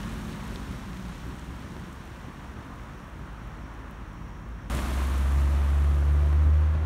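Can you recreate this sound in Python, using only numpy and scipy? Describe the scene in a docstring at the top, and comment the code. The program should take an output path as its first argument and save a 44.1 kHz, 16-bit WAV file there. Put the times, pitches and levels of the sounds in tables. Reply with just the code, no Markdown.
"""A diesel city bus pulls away down a street of brick houses, heard from the pavement.
It revs up, changes gear and recedes; after an abrupt cut it pulls hard, exhaust booming, gears whining.
Its firings drive the exhaust tones and a rumble and knock that echo between the house fronts.
Cars follow on damp asphalt, their engines droning; tyres roar, hiss and flick up grit."""
import sys
import numpy as np
from scipy import signal
from scipy.fft import rfft, irfft, next_fast_len
from scipy.io import wavfile
from scipy.ndimage import uniform_filter1d

SR = 44100
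rng = np.random.default_rng(int(sys.argv[2]) if len(sys.argv) > 2 else 0)


def transcribe(u):
    """Save the signal u as a 16-bit wav file named by the first command-line argument.

    u: samples, shape (n,) or (channels, n), limited to [-1, 1]; the rate is SR.
    q: integer samples, one column per channel.
    """
    v = np.clip(np.atleast_2d(u).T, -1, 1)
    q = np.round(v * 32767).astype(np.int16)
    wavfile.write(sys.argv[1], SR, q)


N = 302085
TIME = np.arange(N) / SR
CUT_S = 4.699

# spectrum of tyres rolling on asphalt: frequency_hz, relative_db
TYRE_ROAR = [(200, -13), (420, -2.5), (530, -2.5), (660, -3), (800, -2), (1030, 2), (1350, -2), (1750, -4),
             (2300, -12), (3200, -16.5), (6000, -42.5)]


def undb(db):
    """Decibels to gain."""
    return 10 ** (np.asarray(db) / 20)


def curves(table):
    """The columns of a table of timed rows, sample by sample."""
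    times, *columns = np.transpose(table)
    return [np.interp(TIME, times, column) for column in columns]


def noise():
    """White noise of rms 1."""
    return rng.standard_normal(N)


def walk(rate_hz):
    """Random levels held 1 / rate_hz seconds and smoothed twice; spread near 1."""
    hold = max(int(SR / rate_hz), 2)
    steps = np.repeat(rng.standard_normal(N // hold + 1), hold)
    return 1.3 * uniform_filter1d(uniform_filter1d(steps, hold), hold)[:N]


def colour(x, spectrum):
    """Filter by (frequency_hz, relative_db) points and bring to rms 1."""
    size = next_fast_len(N + 8192, True)
    hz, db = np.transpose(spectrum)
    bins_hz = np.maximum(np.fft.rfftfreq(size, 1 / SR), 1)
    gain = undb(np.interp(np.log(bins_hz), np.log(hz), db, left=-60, right=-60))
    shaped = irfft(rfft(x, size) * gain, size)[:N]
    return shaped / shaped.std()


def tone(cycles):
    """A sine of rms 1 with a random starting phase."""
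    return np.sqrt(2) * np.sin(2 * np.pi * (cycles + rng.random()))


def recede(age_s, near_db, fade_db_per_s, distant_db):
    """Level in dB of a source that draws away and sinks into the distant street."""
    return 20 * np.log10(np.hypot(undb(near_db - fade_db_per_s * age_s), undb(distant_db)))


def firings(revs, wobble=.003):
    """Count of firings so far; the crankshaft runs slightly unevenly."""
    hz, = curves(revs)
    return np.cumsum(hz * (1 + wobble * walk(25))) / SR


def pipe_gain(hz, centre_hz=215, width_hz=36, boost=0.49):
    """An engine order swells as it climbs through the tailpipe's resonance."""
    return 1 + boost / (1 + ((hz - centre_hz) / (width_hz / 2)) ** 2)


def exhaust(cycles, boom_db, octave_db, upper_db, flutter_db):
    """The silencer leaves a near-sine boom and its octave; weaker orders waver as reflections shift."""
    # engine orders and belt-driven auxiliaries: firing_multiple, relative_db
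    orders = [(2.84, -1), (3, -3.5), (3.43, -0.5), (3.68, -4.5), (4, -11.5), (4.25, -4.5), (5, -5),
              (7, -16), (9, -16), (10.25, -19.5), (11.04, -27)]
    hz = np.gradient(cycles) * SR
    boom = undb(boom_db + flutter_db * walk(21.85)) * tone(cycles)
    octave = undb(boom_db + octave_db + flutter_db * walk(15)) * tone(2 * cycles)
    octave *= pipe_gain(2 * hz, centre_hz=145.1, width_hz=6.8, boost=1.3)
    upper = np.zeros(N)
    for multiple, db in orders:
        gain = undb(db + 2 * walk(7)) * pipe_gain(multiple * hz)
        upper += gain * tone(multiple * (cycles + 0.032 * walk(25)))
    return boom + octave + undb(upper_db) * upper


def combustion(cycles, scatter_db=3.0, decay_cycles=0.33, steady=0.72):
    """Each firing adds a noise burst of its own strength that dies within the cycle."""
    strength = undb(scatter_db * rng.standard_normal(4096))[cycles.astype(int) % 4096]
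    return noise() * (steady + strength * np.exp(-(cycles % 1) / decay_cycles))


def house_fronts(x, t60_s=0.83, wet_db=-5):
    """Brick fronts scatter a tail that reaches the microphone behind the direct sound."""
    t = TIME[:SR]
    tail = rng.standard_normal(SR) * np.exp(-np.log(1000) * t / t60_s) * (t > .015)
    return x + undb(wet_db) * signal.fftconvolve(x, tail / np.linalg.norm(tail))[:N]


def droplets(per_s, spread_db):
    """Tiny clicks of water and grit leaving the tread, some louder than the rest."""
    size_db = np.minimum(spread_db * rng.exponential(size=N), 16)
    clicks = (rng.random(N) < per_s / SR) * noise() * undb(size_db)
    return clicks / clicks.std()


def traffic(cycles, age_s, levels, rumble_spectrum, spray_spectrum):
    """Engine rumble and diesel knock with the roar, hiss and spray of tyres, all receding."""
    # diesel knock radiated by the block: frequency_hz, relative_db
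    knock_spectrum = [(350, -11), (450, -10), (560, 4.5), (680, 4), (830, -3), (1150, 6.5), (1500, -0.5),
                      (2000, -5), (2400, -7), (4000, -17), (7000, -28.5)]
    # tread hiss on the damp road: frequency_hz, relative_db
    hiss_spectrum = [(1200, 0.5), (2000, 1.5), (2800, 0), (3700, -1), (4200, -3.5), (5500, -5),
                     (7200, -11.5), (11000, -19.5)]
    db = {part: recede(age_s, *row) for part, row in levels.items()}
    bursts = house_fronts(combustion(cycles))
    rumble = undb(db["rumble"] + 1.6 * walk(22)) * colour(bursts, rumble_spectrum)
    knock = undb(db["knock"]) * colour(bursts, knock_spectrum)
    roar = undb(db["roar"] + 0.6 * walk(20)) * colour(noise(), TYRE_ROAR)
    hiss = undb(db["hiss"] + 0.68 * walk(24.96))
    hiss *= colour(noise() + 0.46 * droplets(per_s=900, spread_db=3.9), hiss_spectrum)
    spray = undb(db["spray"] + 0.35 * walk(40))
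    spray *= colour(noise() + 0.66 * droplets(per_s=1200, spread_db=7), spray_spectrum)
    return rumble + knock + roar + hiss + spray


def moving_off(boom_fade_db_per_s=0.9):
    """The bus leaves the stop and changes up; its exhaust follows the load and dulls with distance."""
    # idle, climb through first gear, change up, slow climb: time_s, firing_hz, load_db
    revs = [(0, 51.52, 1), (.42, 51.46, 2), (1.85, 67.5, -3.5), (2.05, 66.1, -5), (2.3, 52.27, -10),
            (3, 53, -0.5), (4.7, 55.7, 5)]
    # each part of the traffic, heard from the pavement: near_db, fade_db_per_s, distant_db
    levels = {"rumble": (-39.5, 2.4, -47.5), "knock": (-53, 17, -58.5), "roar": (-47, 3.9, -51),
              "hiss": (-49, 4.53, -74.5), "spray": (-58.5, 4.24, -80)}
    # engine rumble leaving the stop: frequency_hz, relative_db
    rumble_spectrum = [(20, -20), (31, -12), (41, -3), (72, 4), (95, -2.5), (125, 2), (160, -3.5),
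                       (185, -2), (235, -6), (300, -6.5), (360, -9.5), (430, -20), (900, -49)]
    # fine spray off the tyres: frequency_hz, relative_db
    spray_spectrum = [(4000, -16), (6500, 0.5), (7800, -1), (9000, 2), (10500, -3.5), (12000, -3),
                      (14200, -6), (15700, -7)]
    cycles = firings([(time_s, hz) for time_s, hz, _ in revs])
    _, load_db = curves(revs)
    boom_db = load_db - 43.5 - boom_fade_db_per_s * TIME
    upper_db = load_db + recede(TIME, near_db=-48.5, fade_db_per_s=6, distant_db=-60.5)
    tailpipe = exhaust(cycles, boom_db, octave_db=-9, upper_db=upper_db, flutter_db=3.0)
    return tailpipe + traffic(cycles, TIME, levels, rumble_spectrum, spray_spectrum)


def air(hiss_db=-72, sizzle_db=-74):
    """A faint steady hiss hangs over the street, with a narrow sizzle that flickers."""
    # high hiss of the air: frequency_hz, relative_db
    hiss_spectrum = [(3000, -11), (5000, 1), (6700, 4), (7700, -4), (9000, -1.5), (12000, -10), (15700, -2)]
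    sizzle = colour(noise(), [(5150, -15), (5550, -2), (6000, -7), (6600, -18)])
    return undb(hiss_db) * colour(noise(), hiss_spectrum) + undb(sizzle_db + 2 * walk(20)) * sizzle


def car(nearest_s, half_length_s, firing_hz, rise_hz_per_s, engine_db, tyre_db):
    """A car swells and fades as it passes the microphone: tyres roar and four cylinders drone."""
    # the engine's first multiples of its firing rate: relative_db
    orders = [-2, -8, -12.5, -10.5]
    along = (TIME - nearest_s) / half_length_s
    hz = firing_hz + rise_hz_per_s * half_length_s * np.tanh(along)
    cycles = np.cumsum(hz * (1 + 0.02496 * walk(12))) / SR
    drone = sum(undb(db + 2.4 * walk(9.1)) * tone(k * cycles) for k, db in enumerate(orders, 1))
    roar = colour(noise(), TYRE_ROAR)
    return (undb(engine_db) * drone + undb(tyre_db) * roar) / (1 + along ** 2)


def hum(hz, db, flutter_db, wander_cycles):
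    """One tone that can waver in level and phase: body drone or gear whine."""
    cycles = np.cumsum(hz * np.ones(N)) / SR
    return undb(db + flutter_db * walk(16)) * tone(cycles + wander_cycles * walk(20))


def load_swells():
    """The bus drones throatily for a moment as it takes up the load."""
    # swells of body drone: peak_s, half_length_s, pitch_hz, level_db
    swells = [(0.345, .27, 218, -40), (1.027, 0.11, 186, -44), (1.75, .35, 169.5, -50.5),
              (4.835, 0.022, 225, -44.5)]
    out = np.zeros(N)
    for peak_s, half_length_s, pitch_hz, level_db in swells:
        envelope = np.exp(-((TIME - peak_s) / half_length_s) ** 2)
        out += envelope * hum(pitch_hz, level_db, flutter_db=2.5, wander_cycles=.12)
    return out


def grit(decay_s=0.0011, log_width=0.27):
    """Single grains snap from under the tyres: short bright ticks."""
    # the loudest grains: start_s, peak_db, centre_hz
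    grains = [(.2808, -41, 14500), (.4788, -40, 8400), (0.5588, -29.5, 3470), (1.092, -43, 8500),
              (1.3946, -40, 7000), (1.7979, -45, 7430), (1.9284, -45, 8000), (2.055, -52, 10980),
              (2.738, -55, 11000), (3.475, -54, 11000), (3.7394, -53, 10950), (3.91, -46, 11500),
              (4.4884, -54, 11060)]
    out, t = np.zeros(N), TIME[:512]
    bins_hz = np.maximum(np.fft.rfftfreq(len(t), 1 / SR), 1)
    for start_s, peak_db, centre_hz in grains:
        band = np.exp(-.5 * (np.log(bins_hz / centre_hz) / log_width) ** 2)
        tick = irfft(rfft(rng.standard_normal(len(t))) * band) * np.exp(-t / decay_s)
        start = int(start_s * SR)
        out[start:start + len(t)] += undb(peak_db) * tick / np.abs(tick).max()
    return out


def gearbox(age_s, start_hz=456, rise_hz_per_s=29.5, start_db=-65, swell_db_per_s=6):
    """Gear whine climbs and strengthens as the bus gathers speed."""
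    hz = start_hz + rise_hz_per_s * age_s
    return hum(hz, start_db + swell_db_per_s * age_s, flutter_db=0, wander_cycles=.04)


def pulling_hard():
    """Under full load the exhaust booms and the gears whine while the traffic draws away."""
    # a quick flare of revs, then a steady climb: time_s, firing_hz
    revs = [(4.7, 60.55), (4.85, 64.7), (5.1, 67.13), (5.52, 70.34), (6, 71.4), (6.5, 75.2), (6.85, 78.15)]
    # strength of the exhaust boom: time_s, level_db
    boom_levels = [(4.72, -29), (4.76, -25), (4.8, -32.5), (5.06, -23.5), (5.08, -26), (5.37, -21.5),
                   (5.64, -22.5), (5.85, -21.5), (6.19, -21), (6.56, -19), (6.84, -26)]
    # each part of the traffic, heard from the pavement: near_db, fade_db_per_s, distant_db
    levels = {"rumble": (-40.5, 1.9, -44.5), "knock": (-43.5, 7.6, -48.5), "roar": (-42, 7.6, -48),
              "hiss": (-44.5, 8.7, -66), "spray": (-49, 9.6, -80)}
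    # engine rumble under full load: frequency_hz, relative_db
    rumble_spectrum = [(20, -14), (32, -3), (48, 4), (100, 5.5), (130, 4), (170, 0), (220, -8), (290, -2),
                       (355, -2), (420, -13), (900, -25)]
    # fine spray off the tyres: frequency_hz, relative_db
    spray_spectrum = [(4000, -25), (6000, -3.5), (7100, -0.5), (7900, -2), (9300, 1), (11300, -2.5),
                      (13500, -6), (15700, -11)]
    cycles = firings(revs)
    age_s = np.maximum(TIME - CUT_S, 0)
    boom_db, = curves(boom_levels)
    upper_db = recede(age_s, near_db=-47.0, fade_db_per_s=6, distant_db=-63)
    tailpipe = exhaust(cycles, boom_db, octave_db=-22, upper_db=upper_db, flutter_db=.5)
    return tailpipe + gearbox(age_s) + traffic(cycles, age_s, levels, rumble_spectrum, spray_spectrum)


def scene():
    """From the pavement, in mono: the bus moves off among cars, then a hard cut to its louder pull."""
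    # cars rolling by: nearest_s, half_length_s, firing_hz, rise_hz_per_s, engine_db, tyre_db
    passes = [(0.613, 1.3, 41.17, .5, -47, -61), (2.601, .65, 70.94, 6, -47.5, -52.5),
              (3.702, 0.52, 76.2, 0, -52, -51), (5.397, 1.7, 46.56, 4, -42.5, -65)]
    bus = np.where(TIME < CUT_S, moving_off(), pulling_hard()) + load_swells()
    cars = sum(car(*row) for row in passes)
    return (bus + cars + air() + grit())[None]


def record(dry, top_hz=15700):
    """The microphone housing ripples the treble; the top is cut off."""
    # narrow dips and peaks in the microphone's response: centre_hz, width_hz, gain_db
    ripples = [(4910, 460, -5.5), (5300, 380, -0.5), (10400, 600, -4.5), (11000, 600, 0.5)]
    for centre_hz, width_hz, gain_db in ripples:
        band = signal.lfilter(*signal.iirpeak(centre_hz, centre_hz / width_hz, fs=SR), dry)
        dry = dry + (undb(gain_db) - 1) * band
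    return signal.sosfilt(signal.ellip(10, .2, 80, top_hz, fs=SR, output="sos"), dry)


dry = scene()
out = record(dry)
transcribe(out)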